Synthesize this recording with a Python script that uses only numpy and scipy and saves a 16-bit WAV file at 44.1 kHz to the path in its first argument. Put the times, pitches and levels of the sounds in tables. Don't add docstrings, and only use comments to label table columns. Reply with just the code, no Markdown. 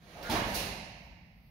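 import sys
import numpy as np
from scipy import signal
from scipy.fft import rfft, irfft
from scipy.io import wavfile

SR = 44100
rng = np.random.default_rng(int(sys.argv[2]) if len(sys.argv) > 2 else 0)


def output_pcm(signal):
    pcm = np.clip(np.atleast_2d(signal).T, -1, 1) * 32767
    wavfile.write(sys.argv[1], SR, np.round(pcm).astype(np.int16))


N = 66150

# f/Hz, level/dB
RUMBLE_COLOUR = [(20, -27.5), (35, -15), (52, 2), (80, -5), (130, -3), (190, -1.5), (250, -15),
                 (360, -28.5), (450, -25.5), (650, -27), (1300, -31), (2300, -38.5), (5000, -35),
                 (7000, -55.5), (9800, -54), (11700, -41), (14000, -45.5), (16000, -39)]
# t/s, level/dB
RUSTLE_LEVELS = [(0, -56), (.06, -50), (.14, -45), (.22, -43), (.26, -39.5), (.33, -28), (.42, -49.5),
                 (.48, -38.5), (.56, -41), (.68, -43), (.85, -81)]
# f/Hz, level/dB
RUSTLE_COLOUR = [(100, 8), (500, 1.5), (1000, -1), (1600, -1), (2600, -5.5), (4500, -2.5), (6500, -11),
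                 (8000, -28), (11000, -16.5), (16000, -13)]
# peak t/s, level/dB, rise/s, fall/s, centre f/Hz
SWINGS = [(.08, -52, 0.018, 0.023, 586), (0.193, -36.5, 0.026, 0.02, 638), (.215, -41, 0.048, 0.064, 233),
          (0.32, -26, 0.0038, 0.017, 333), (.321, -27.5, 0.01, 0.0075, 720),
          (0.358, -26.5, 0.0075, 0.0044, 975), (0.374, -36.5, 0.0058, 0.052, 1990),
          (0.46, -36, 0.012, 0.01, 673), (.575, -37, 0.044, 0.012, 649)]
# t/s, level/dB, decay/s, tilt/(dB per octave)
TICKS_AND_CRACKS = [(0.227, -20.5, .003, 5), (.243, -32.5, 0.015, -0.5), (0.287, -33.5, 0.014, 8),
                    (.297, -15.5, 0.0086, 4.5), (0.312, -18, 0.016, 2), (0.322, -23, 0.0042, 6),
                    (0.333, -23, .012, 1.5), (0.353, -17, 0.011, 0), (0.365, -23.5, 0.011, -0.5),
                    (0.4, -32, 0.031, -1)]
# f/Hz, level/dB
TICK_AND_CRACK_COLOUR = [(60, -1.5), (200, -3), (320, -8), (550, 4.5), (850, 0.5), (1200, -2), (1700, -3),
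                         (2600, -10), (4200, -8), (6300, -17), (8000, -32.5), (11000, -27), (16000, -19)]
# f/Hz, level/dB
SCUFF_COLOUR = [(600, -35), (1150, -19.5), (1380, 3), (1600, -2), (1800, -6), (2000, -19.5), (4000, -35)]
# t/s, level/dB, decay/s
THUDS = [(.291, -17, 0.014), (0.314, -23, 0.013), (0.343, -25, 0.011), (0.526, -29.5, 0.01),
         (0.562, -31.5, 0.04), (0.686, -31, .012), (1.058, -42.5, 0.02)]
# f/Hz, level/dB
THUD_COLOUR = [(25, -51), (38, 0), (52, 5.5), (80, 7), (140, 8.5), (220, 2.5), (320, -0.5), (450, -21),
               (900, -3), (4000, -67.5)]
# peak t/s, level/dB, rise/s, fall/s, tilt/(dB per octave)
SLIDES = [(.485, -37, 0.031, 0.12, 4.5), (0.552, -17, .008, 0.009, 7), (.576, -29, 0.015, 0.017, 1),
          (0.604, -33.5, 0.03, 0.022, -7)]
# f/Hz, level/dB
SLIDE_COLOUR = [(700, -14), (1500, -11), (2800, 5), (3400, -0.5), (4200, 8), (6200, -1), (7600, -14),
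                (10300, -12), (13000, -6.5), (16000, -5)]
# peak t/s, level/dB, rise/s, fall/s
CRINKLES = [(1.049, -71.5, 0.063, 0.036), (1.369, -76, 0.0091, 0.061), (1.48, -71.5, 0.031, 0.046)]
# f/Hz, level/dB
CRINKLE_COLOUR = [(1000, -23), (4500, 7.5), (7000, -19), (9500, -13), (11500, 9.5), (16000, 4)]
# f/Hz, t60/s
HALL_RING_TIMES = [(50, 2.05), (180, 2.07), (380, 0.8), (650, 1.66), (1400, 0.98), (2100, 2), (2800, 1.59),
                   (3500, 1.02), (5000, 1.23), (8000, 0.76), (11000, 0.72), (15000, 0.33)]
# f/Hz, level/dB, left minus right/dB, likeness of the two sides (-1 to 1)
HALL_TONE = [(51.3, -0.5, 5.5, 0.93), (130, -5.5, -2.3, 0.98), (266, -4.5, -1.5, 0.91),
             (386, -2.5, -3.5, 1), (670, -1, -3.5, 0.7), (1404, -3, -6.5, -.35), (2130, 1, -8.5, 0.01),
             (4750, -7, -8, 0), (7380, -7, -16.5, 0.2), (9800, 2.5, 0.5, 0), (14740, -12.5, 1.5, 0.05)]
# f/Hz, level/dB, t60/s
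HALL_NOTES = [(54.77, -31.5, 1.4), (138, -38.5, 1.1), (191.6, -26.5, 1.21), (298.3, -37.5, 1.3),
              (591.4, -30.5, 1), (2845, -25.5, 1.2)]


def undb(db):
    return 10 ** (np.asarray(db) / 20)


def look_up(table, hz, column=1):
    rows = np.array(table, float)
    return np.interp(np.log(np.maximum(hz, 1)), np.log(rows[:, 0]), rows[:, column])


def colour(sound, table, tilt_db=0):
    hz = np.maximum(np.arange(N + 1) * SR / (2 * N), 1)
    gain = undb(look_up(table, hz) + tilt_db * np.log2(np.maximum(hz, 500)))
    gain /= np.sqrt(np.mean(gain ** 2))
    cepstrum = irfft(np.log(gain))
    cepstrum[1:N] *= 2
    cepstrum[N + 1:] = 0
    return irfft(rfft(sound, 2 * N) * np.exp(rfft(cepstrum)))[:N]


def stereo_noise(likeness):
    mid, side = rfft(rng.standard_normal((2, N)))
    likeness = np.clip(likeness, -.99, .995)
    return np.sqrt((1 + likeness) / 2) * mid + np.sqrt((1 - likeness) / 2) * side * [[1], [-1]]


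def hit(t, start, decay, attack_s=.001):
    age = np.maximum(t - start, 0)
    return (1 - np.exp(-age / attack_s)) * np.exp(-age / decay)


def swell(t, peak, rise, fall):
    return np.exp(-.5 * ((t - peak) / np.where(t < peak, rise, fall)) ** 2)


def grain(clicks_per_s=2500, spread_db=5, hiss_share=.76):
    sizes = undb(spread_db * np.minimum(rng.exponential(size=N), 4))
    clicks = (rng.random(N) < clicks_per_s / SR) * sizes * rng.choice([-1, 1], N)
    hiss = rng.standard_normal(N)
    return np.sqrt(1 - hiss_share) * clicks / clicks.std() + np.sqrt(hiss_share) * hiss


def rumble(level_db=-57.5, alike_below_hz=650):
    hz = np.fft.rfftfreq(N, 1 / SR)
    air = irfft(stereo_noise(.95 / (1 + (hz / alike_below_hz) ** 2)), N)
    return undb(level_db) * np.array([colour(side, RUMBLE_COLOUR) for side in air])


def rustle(t):
    times, levels_db = np.array(RUSTLE_LEVELS).T
    return colour(undb(np.interp(t, times, levels_db)) * grain(), RUSTLE_COLOUR)


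def swings(t, half_width_octaves=.22, edge_db_per_octave=25):
    octaves = np.array([-4, -half_width_octaves, half_width_octaves, 4])
    hump_db = -edge_db_per_octave * (np.abs(octaves) - half_width_octaves)
    return [colour(undb(db) * swell(t, peak, rise, fall) * grain(), np.c_[hz * 2 ** octaves, hump_db])
            for peak, db, rise, fall, hz in SWINGS]


def ticks_and_cracks(t):
    return [colour(undb(db) * hit(t, start, decay) * grain(), TICK_AND_CRACK_COLOUR, tilt)
            for start, db, decay, tilt in TICKS_AND_CRACKS]


def scuff(t, level_db=-34):
    skid = undb(level_db) * swell(t, peak=.24, rise=.0031, fall=.041)
    return colour(skid * grain(), SCUFF_COLOUR)


def foot(t):
    push = sum(undb(db) * hit(t, start, decay) for start, db, decay in THUDS)
    return colour(push * rng.standard_normal(N), THUD_COLOUR)


def floor(t, peak_s=.367, hz=56.6, level_db=-38):
    bounce = np.sin(2 * np.pi * hz * (t - peak_s))
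    return undb(level_db) * swell(t, peak_s, rise=.025, fall=.0097) * bounce


def sleeves(t):
    return [colour(undb(db) * swell(t, peak, rise, fall) * grain(), SLIDE_COLOUR, tilt)
            for peak, db, rise, fall, tilt in SLIDES]


def crinkles(t, right_db=-24.5):
    motion = sum(undb(db) * swell(t, peak, rise, fall) for peak, db, rise, fall in CRINKLES)
    return colour(motion * grain(), CRINKLE_COLOUR) * undb([[0], [right_db]])


def fade(t, t60):
    return undb(-60 * t / t60) * np.sqrt(2 * np.log(1000) / (t60 * SR))


def hall(sounds, t, direct_db=-12, early_db=-7.5, tail_db=-4, build_s=.0022):
    hz = np.fft.rfftfreq(N, 1 / SR)
    noise = stereo_noise(look_up(HALL_TONE, hz, column=3))
    centres_hz = 31.25 * 2 ** (np.arange(28) / 3)
    masks = [np.interp(np.log(hz + 1), np.log(centres_hz), row) for row in np.eye(len(centres_hz))]
    bands = np.array([np.tile(irfft(noise * mask, N), 2) for mask in masks], "f")
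    early = undb(early_db) * fade(t, t60=.12)
    tails = [undb(tail_db) * fade(t, t60) for t60 in look_up(HALL_RING_TIMES, centres_hz)]
    build_up = 1 - np.exp(-t / build_s)
    decays = np.array(build_up * np.hypot(tails, early), "f")
    notes = sum(undb(db) * fade(t, t60) * np.sin(2 * np.pi * f * t) for f, db, t60 in HALL_NOTES)
    heard = 0
    for sound, offset in zip(sounds, rng.integers(0, N, len(sounds))):
        echoes = np.einsum("bcn,bn->cn", bands[:, :, offset:offset + N], decays)
        response = echoes + notes
        response[:, 0] += undb(direct_db)
        heard = heard + rfft(sound, 2 * N) * rfft(response, 2 * N)
    hz = np.fft.rfftfreq(2 * N, 1 / SR)
    balance_db = look_up(HALL_TONE, hz, column=2) * [[.5], [-.5]]
    return irfft(heard * undb(look_up(HALL_TONE, hz) + balance_db))[:, :N]


def scene():
    t = np.arange(N) / SR
    sounds = [foot(t), scuff(t), rustle(t), *ticks_and_cracks(t), *swings(t), *sleeves(t)]
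    return hall(sounds, t) + floor(t) + crinkles(t) + rumble()


def record(dry, low_cut_hz=38, high_cut_hz=15750):
    low_cut = signal.butter(6, low_cut_hz, "high", fs=SR, output="sos")
    high_cut = signal.ellip(14, .2, 80, high_cut_hz, fs=SR, output="sos")
    return signal.sosfilt(high_cut, signal.sosfilt(low_cut, dry))


dry = scene()
out = record(dry)
output_pcm(out)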